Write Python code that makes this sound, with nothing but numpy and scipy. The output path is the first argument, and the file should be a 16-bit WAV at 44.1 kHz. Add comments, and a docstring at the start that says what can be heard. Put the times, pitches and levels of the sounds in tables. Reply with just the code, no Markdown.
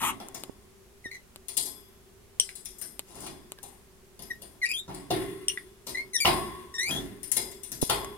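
"""Beside a small parrot's cage in a quiet room: the bird beats a toy about the wire grate.
Blows and drags are bursts of noise that ring the wires, panels and tray; clacks and knocks are damped tones.
Beak and claws tick with short snaps, an edge scrapes, and the bird squeaks in shaky, hoarse whistles.
A hand bumps the close, hand-held camera; its right port hears less treble, and the room hums and hisses."""
import sys
import numpy as np
from scipy import signal
from scipy.fft import rfft, irfft
from scipy.io import wavfile
from scipy.ndimage import uniform_filter1d

SR = 44100
rng = np.random.default_rng(int(sys.argv[2]) if len(sys.argv) > 2 else 0)


def store_wav(level_fs):
    """Save 16-bit WAV to argv[1]."""
    pcm = np.round(np.clip(np.atleast_2d(level_fs), -1, 1) * 32767)
    wavfile.write(sys.argv[1], SR, pcm.T.astype(np.int16))


def magnitude_from_level(level_db):
    """Linear magnitude for a level in decibels (20 dB per decade)."""
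    exponent = np.asarray(level_db, float) / 20
    return 10 ** exponent


N = 360297
TIME = np.arange(N) / SR
TOP_HZ = 16000

# the three bands in which a contact pushes, low to high: low_hz, high_hz
BAND_HZ = [(25, 2000), (2000, 6500), (6500, 16000)]
# hollow clacks of the toy, and low or ringing knocks under hard blows:
# start_s, base_hz, level_db (lowest tone), step_db (per overtone),
# t60_s (time the lowest tone takes to fall by 60 dB)
CLACKS = [(2.3984, 2887, -10.5, 4.5, 0.015), (2.4908, 2030, -18.5, -4.5, 0.0047),
          (5.107, 657, -21.5, -29, 0.1), (5.4829, 2870, -12, 3.5, 0.012), (5.498, 2630, -20.5, -27, 0.033),
          (5.574, 1794, -18.5, -17, 0.017), (6.2543, 2660, -5.5, -15, 0.019)]


def colour(x, points):
    """Shape the spectrum by (Hz, dB) points, joined along a logarithmic pitch scale."""
    hz, db = np.transpose(points)
    f = np.maximum(np.fft.rfftfreq(x.shape[-1], 1 / SR), 1)
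    gain = magnitude_from_level(np.interp(np.log(f), np.log(hz), db))
    return irfft(rfft(x) * gain, x.shape[-1])


def band(x, lo_hz, hi_hz):
    """Keep what lies between two pitches, with a causal band-pass."""
    return signal.sosfilt(signal.butter(2, [lo_hz, hi_hz], "bandpass", fs=SR, output="sos"), x)


def unit(x):
    """Scale to energy 1."""
    return x / np.sqrt(np.sum(x ** 2, axis=-1, keepdims=True))


def through(x, response):
    """Let a sound ring through one response per channel (convolution)."""
    return signal.fftconvolve(np.atleast_2d(x), response, axes=1)[:, :N]


def ring(s, hz, db, t60, rise):
    """One damped tone that starts at s seconds, rises and dies away."""
    out = np.zeros(N)
    i = int(s * SR) + 1
    t = TIME[i:i + int(2 * t60 * SR)] - s
    fade = magnitude_from_level(db - 60 * t / t60)
    out[i:i + len(t)] = fade * np.minimum(t / rise, 1) * np.sin(2 * np.pi * hz * t)
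    return out


def room(t60, wet_db):
    """Direct sound, then a short dull tail of noise from cage walls and furniture."""
    t = np.arange(SR // 2) / SR
    tail = band(rng.standard_normal((2, len(t))), 570, 7300)
    tail = tail * magnitude_from_level(-60 * t / t60) * (t > .002)
    tail = magnitude_from_level(wet_db) * unit(tail)
    tail[:, 0] = 1  # the direct sound
    return tail


def bursts(rows):
    """Noise bursts (s, rise s, fall s, three band dB), each band with the energy of 20 ms at its level."""
    out = np.zeros((3, N + SR))
    for s, rise, fall, *db in rows:
        t = np.arange(int((rise + 6 * fall + 0.018) * SR)) / SR
        shape = np.where(t < rise, t / rise, np.exp((rise - t) / fall))
        # uneven grains: the contact chatters
        chatter = magnitude_from_level(6.7 * rng.standard_normal(len(t) // 64 + 1)).repeat(64)[:len(t)]
        grains = rng.standard_normal(len(t)) * chatter
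        # each contact lands on another spot and has its own colour
        spot = .12 * rng.standard_normal(16)
        spot[0] = 1
        grains = signal.lfilter(spot, 1, grains)
        parts = unit(np.array([band(shape * grains, *hz) for hz in BAND_HZ]))
        i = int(s * SR)
        out[:, i:i + len(t)] += magnitude_from_level(np.array(db))[:, None] * parts * np.sqrt(SR / 50)
    return out[:, :N]


def cage(count):
    """How the cage rings at both ports: clusters of wire tones over the dense ring of the panels."""
    # overtones of the wires, each a cluster of unequal bars: pitch_hz, level_db (relative), t60_s
    wire_rows = [(385.5, 6.5, 1.31), (1049, 3, 1.3), (2030, -2.5, 0.7), (3410, -9, 1), (5056, -5, 0.6),
                 (9360, -2, 0.38), (9970, 6, 0.066), (10430, -11, 0.046), (11760, -12, 0.58),
                 (14900, -14, 0.31)]
    # loose panels and tray, too dense for single tones: pitch_hz, level_db (relative), t60_s
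    panel_rows = [(51.6, -5.5, 1), (128.6, 0.5, 0.93), (275.7, 7, 0.9), (738, 12, 0.54), (1435, 14, 0.21),
                  (2960, -1.5, 0.1), (3500, 5.5, 0.29), (8260, -8, 0.37)]
    apart = 0.95  # how much the panel ring differs between the ports from 600 Hz up; less below
    t = np.arange(SR) / SR
    wires = np.zeros((2, SR))
    for hz, db, t60 in wire_rows:
        detune = rng.standard_normal((count, 1))
        phase = 2 * np.pi * rng.random((count, 1))
        # the ports hear each bar out of step, more so at high pitch
        lag = min(hz / 1500, 3) * rng.standard_normal((count, 1))
        alive = t[:int(t60 * SR)]
        fade = magnitude_from_level(db - 60 * alive / t60)
        angle = 2 * np.pi * (hz + (15 + .016 * hz) * detune) * alive + phase
        wires[:, :len(alive)] += fade * np.array([np.sin(angle).sum(0), np.sin(angle + lag).sum(0)])
    panels = 0
    for hz, db, t60 in panel_rows:
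        mid, side = band(rng.standard_normal((2, SR)), hz / 1.285, min(hz * 1.354, TOP_HZ))
        side = apart * min(hz / 600, 1) ** 0.54 * side
        pair = np.array([mid + side, mid - side])
        panels = panels + magnitude_from_level(db - 60 * t / t60) * pair / pair.std()
    return wires + magnitude_from_level(14.0) * panels


def rattle():
    """Blows, drags, clacks and knocks shake the cage; each band of the push rings its own part."""
    # blows on grate and bars, pushes before the cage rings:
    # start_s, tip_db (wire tips, over 6.5 kHz), frame_db (under 2 kHz)
    blow_rows = [(0.198, -59.5, -45), (0.3439, -44.5, -46), (1.482, -43.5, -52.5), (1.5669, -30, -44.5),
                 (1.653, -43, -53.5), (2.5532, -48, -65), (2.649, -44.5, -57.5), (2.784, -50.5, -83),
                 (2.8136, -41, -54.5), (3.202, -50, -81), (3.263, -50.5, -44.5), (3.6282, -49, -51.5),
                 (4.1912, -55.5, -51), (4.219, -49, -56), (4.4169, -50.5, -54), (4.941, -51.5, -52),
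                 (5.103, -44.5, -29), (5.8663, -44, -43.5), (5.891, -46, -53), (6.246, -34.5, -19),
                 (7.2296, -44.5, -59), (7.3157, -31.5, -51.5), (7.3647, -31.5, -36), (7.513, -51, -61),
                 (7.6301, -45.5, -59.5), (7.716, -40, -48.5), (7.813, -34.5, -45), (7.8919, -33.5, -24.5)]
    # the toy dragged over the grate: start_s, peak_s,
    # end_s (sets the fall; if before the peak, the drag dies within a few ms),
    # low_db, middle_db, high_db (pushes before the cage rings)
    drag_rows = [(0, 0.034, 0.038, -35, -43, -69), (3.033, 3.269, 3.06, -42.5, -49, -48),
                 (4.877, 4.88, 5, -42, -54, -71), (6.85, 6.91, 7.077, -31.5, -38.5, -41.5)]
    rows = []
    for s, tip, low_db in blow_rows:
        # the harder the frame is hit, the longer the toy clatters on
        rise = 0.0013 + 0.006 * magnitude_from_level(low_db + 24)
        fall = 0.0077 + 0.023 * magnitude_from_level(3.8 * (low_db + 16.0))
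        # the bars between get a mix of both pushes
        bars_db = low_db + 0.3 * (tip - low_db) - 1.6
        rows.append((s, rise, fall, low_db, bars_db, tip))
    for s, hz, db, step, t60 in CLACKS:
        rows.append((s, .001, .002, db - 50, db - 40, db - 34 + step))
    drags = [(start, max(peak - start, .001), max(end - peak, .003) / 3, *db)
             for start, peak, end, *db in drag_rows]
    response = cage(count=22)
    # how strongly the cage answers in each band, to even the bands out
    size = []
    for lo_hz, hi_hz in BAND_HZ:
        energy = np.mean(np.sum(band(response, lo_hz, hi_hz) ** 2, axis=1))
        size.append(np.sqrt(energy * SR / 2 / (hi_hz - lo_hz)))
    dragged = bursts(drags)
    low, mid, high = bursts(rows) + dragged
    # dragging sets the tray rumbling
    low = low + magnitude_from_level(-7.0) * band(dragged[0], 39, 410)
    frame = magnitude_from_level(8) * through(low, response) / size[0]
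    # loose joints buzz as long as the frame shakes
    buzz = np.abs(frame[0]) * rng.standard_normal(N)
    mid = magnitude_from_level(7.5) * mid + magnitude_from_level(-6.0) * band(buzz, *BAND_HZ[1])
    high = magnitude_from_level(12.5) * band(high, 5940, 15200) + magnitude_from_level(-8.5) * band(buzz, *BAND_HZ[2])
    bars_and_tips = through(mid / size[1] + high / size[2], response)
    # the contact itself is heard too, dry
    contact = magnitude_from_level(-6.5) * (low + mid + high)
    return frame + bars_and_tips + contact


def clacks():
    """Clacks and knocks ring on four slightly mistuned, near-whole multiples, the higher ones shorter."""
    out = np.zeros(N)
    for s, base_hz, level_db, step, t60 in CLACKS:
        for k in range(1, 5):
            multiple = k + .08 * (k == 1)  # the lowest tone sits a little high
            hz = multiple * base_hz * (1 + .008 * rng.standard_normal())
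            db = level_db + step * (k - 1) - 22 * (k == 4)
            out += ring(s, hz, db, t60 / k ** .15, rise=.0008)
    return out


def squeaks():
    """The bird's shaky whistle; overtone levels follow a line through the first and third, then fade."""
    # start_s, length_s, first_hz, last_hz, level_db (first harmonic at full effort, before the shake),
    # third_db (third harmonic relative to the first at full effort), hoarseness (0 to 1)
    squeak_rows = [(1.041, 0.029, 2170, 1823, -37.5, -9.5, 0.18),
                   (1.112, 0.061, 2131, 2005, -42.5, -12, 0.74), (3.575, 0.014, 1980, 1650, -53, -30, 0.55),
                   (4.301, 0.016, 2030, 1884, -32, -17, 0.23), (4.615, 0.035, 2208, 1890, -24, -18, 0.24),
                   (4.649, 0.016, 2126, 2520, -35.5, -6, 0.97), (4.686, 0.034, 2387, 2463, -31.5, -7, 0.92),
                   (4.734, 0.074, 3170, 3830, -34, -8.5, 0.38),
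                   (5.946, 0.013, 1990, 2026, -28.5, -16, 0.32),
                   (5.971, 0.041, 2054, 2173, -29.5, -19.5, 0.27),
                   (6.132, 0.035, 2140, 1855, -32.5, 6.5, 0.31), (6.179, 0.0135, 3440, 3280, -39, -2, 0.9),
                   (6.201, 0.0374, 2372, 2232, -29.5, 2, 0.29), (6.739, 0.034, 1897, 1810, -42.5, 0.5, .25),
                   (6.78, 0.12, 1850, 2530, -30.5, -4.5, 0.34),
                   (6.906, 0.037, 3313, 3302, -29.5, -12.5, 0.25),
                   (6.956, 0.033, 3316, 3500, -32.5, -14, 0.44)]
    release_s, release_db = 0.01, -22
    out = np.zeros(N)
    for s, length, first_hz, last_hz, top_db, bright_db, hoarse in squeak_rows:
        if last_hz < .94 * first_hz:
            # a falling squeak swells, stays loud to its end and has weak even overtones
            start_db, peak, end_db, bend, even_db = -9.5, 0.64, -0.5, 0.593, -8.5
        else:
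            # any other speaks at once, sags, and bends late if long
            start_db, peak, end_db, bend, even_db = -13, 0.045, -3.5, 1 + 4.0 * length, -0.5
        t = np.arange(int((length + release_s) * SR)) / SR
        hz = first_hz + (last_hz - first_hz) * np.minimum(t / length, 1) ** bend
        effort_db = np.interp(t, [0, peak * length, length, length + release_s],
                              [start_db, 0, end_db, end_db + release_db])
        first_db = top_db + effort_db
        # more effort, brighter tone
        third_db = first_db + bright_db + 0.23 * effort_db
        # hoarseness shakes both pitch and loudness
        noise = rng.standard_normal((2, SR // 5))[:, :len(t)]
        air = band(noise[0], 4400, 13500)
        shake = uniform_filter1d(uniform_filter1d(noise, 120, axis=1), 120, axis=1)
        shake = hoarse * shake / shake.std()
        phase = 2 * np.pi * np.cumsum(hz * (1 + 0.0348 * shake[0])) / SR
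        # 3 ms ramps at both ends
        edge = np.clip(np.minimum(t, t[-1] - t) / .003, 0, 1) * magnitude_from_level(6.0 * shake[1])
        i = int(s * SR)
        # air past the syrinx (the bird's voice organ) pulses with the tone
        out[i:i + len(t)] += hoarse * edge * magnitude_from_level(first_db - 9) * air * (1 + np.cos(phase))
        for k in range(1, 8):
            slope = min(np.log(k) / np.log(3), 1.1)
            db = first_db + (third_db - first_db) * slope + even_db * (k % 2 == 0)
            # each overtone comes and goes on its own
            patch = uniform_filter1d(uniform_filter1d(rng.standard_normal(SR // 5), 500), 500)
            db = db + (k > 1) * 2.5 * (patch[:len(t)] / patch.std() - .5)
            # overtones fade past the third; those near 10 kHz come out stronger, those near 6.6 kHz weaker
            db = db - 4.2 * max(k - 3, 0)
            db = db + 6.9 * np.exp(-((k * hz - 9700) / 1100) ** 2)
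            db = db - 8.2 * np.exp(-((k * hz - 6650) / 450) ** 2)
            audible = k * hz < TOP_HZ
            out[i:i + len(t)] += np.sqrt(2) * edge * magnitude_from_level(db) * np.sin(k * phase) * audible
    return out


def ticks():
    """Beak and claws: single-sample pushes through three bands make dry snaps."""
    # start_s, low_db, middle_db, high_db (pushes before the last band-pass)
    tick_rows = [(0.286, -54, -50, -38), (0.4366, -44.5, -38.5, -32), (1.36, -51, -45.5, -39.5),
                 (2.3982, -42.5, -31.5, -29), (2.9937, -43, -35, -27.5), (3.52, -46.5, -41, -32.5),
                 (3.588, -57, -52, -50.5), (8.0467, -46, -61, -36.5)]
    pushes = np.zeros((3, N))
    for s, *db in tick_rows:
        # each band holds the energy of 20 ms at its level
        pushes[:, int(s * SR)] = magnitude_from_level(np.array(db)) * np.sqrt(SR / 50)
    snap = np.zeros(N)
    for push, (lo_hz, hi_hz) in zip(pushes, BAND_HZ):
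        snap += band(push, lo_hz, hi_hz) * np.sqrt(SR / 2 / (hi_hz - lo_hz))
    return band(snap, 200, 9100)


def scrape():
    """A dragged plastic edge chatters through broad resonances, then drops to almost nothing."""
    # resonances of the edge: low_hz, high_hz, level_db (before the swell)
    resonance_rows = [(876, 1350, -30), (1620, 3600, -34), (6260, 13900, -30)]
    # turning points of the swell: start_s, full_s, easing_s, end_s
    swell_s = (0, .035, .095, .118)
    swell = np.interp(TIME, swell_s, [0.17, 1, 1.0, 0.0012])
    chatter = rng.standard_normal(N) * magnitude_from_level(1.6 * rng.standard_normal(N // 64 + 1)).repeat(64)[:N]
    out = np.zeros(N)
    for lo_hz, hi_hz, db in resonance_rows:
        tone = band(band(chatter, lo_hz, hi_hz), lo_hz, hi_hz)
        out += magnitude_from_level(db) * tone / tone.std()
    return swell * out


def bumps():
    """A hand bumps the camera by the right port: short, low damped tones."""
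    # start_s, pitch_hz, level_db (at the start of the fade)
    bump_rows = [(0.496, 327, -17.5), (1.058, 320, -22.5), (7.8274, 336, -2.5), (7.8343, 204, -7.5)]
    return sum(ring(*row, t60=0.0098, rise=0.00067) for row in bump_rows)


def background():
    """Room hum and hiss from shaped noise, most alike left and right in the bass."""
    # spectrum of the room noise: pitch_hz, level_db (per Hz, relative)
    room_points = [(25, 0), (58, 4.5), (161, -5), (217, 0), (317, -15), (384, 7), (451, -11), (560, -12.5),
                   (3820, -23), (11000, -23), (16000, -29.5)]
    mid, side = colour(rng.standard_normal((2, N)), room_points)
    side = colour(side, [(60, -8.0), (500, -6.5), (2000, -0.5)])
    pair = np.array([mid + side, mid - side])
    return magnitude_from_level(-55.5) * pair / pair.std()


def scene():
    """Near sounds reach the right port late and duller, round the camera body; the room joins both."""
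    # right port relative to the left: pitch_hz, level_db
    shadow_points = [(200, 2), (1300, -2.5), (4400, -2), (6500, -8), (9000, -21)]
    lag_s = .00009  # the left port hears the bird's corner first
    voiced = through(squeaks() + scrape(), room(0.14, -7.5))
    shaded = rattle() + voiced
    facing = through(clacks(), room(0.13, -9.5))
    facing = facing + through(ticks(), room(0.05, -12.5))
    # clacks, knocks and ticks are shadowed less
    right = colour(shaded[1], shadow_points) + colour(facing[1], np.array(shadow_points) * [1, .4])
    right = np.interp(TIME - lag_s, TIME, right) + bumps()
    return np.array([shaded[0] + facing[0], right]) + background()


def band_limit(x):
    """A steep low-pass at the top of the band."""
    return signal.sosfilt(signal.butter(12, 16440, fs=SR, output="sos"), x)


def record(dry):
    """The top of the treble is cut, and peaks beyond full scale clip."""
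    cut = signal.sosfilt(signal.ellip(8, .2, 60, TOP_HZ, fs=SR, output="sos"), dry)
    mix = np.clip(cut, -1, 1)
    return band_limit(mix)


dry = scene()
out = record(dry)
store_wav(out)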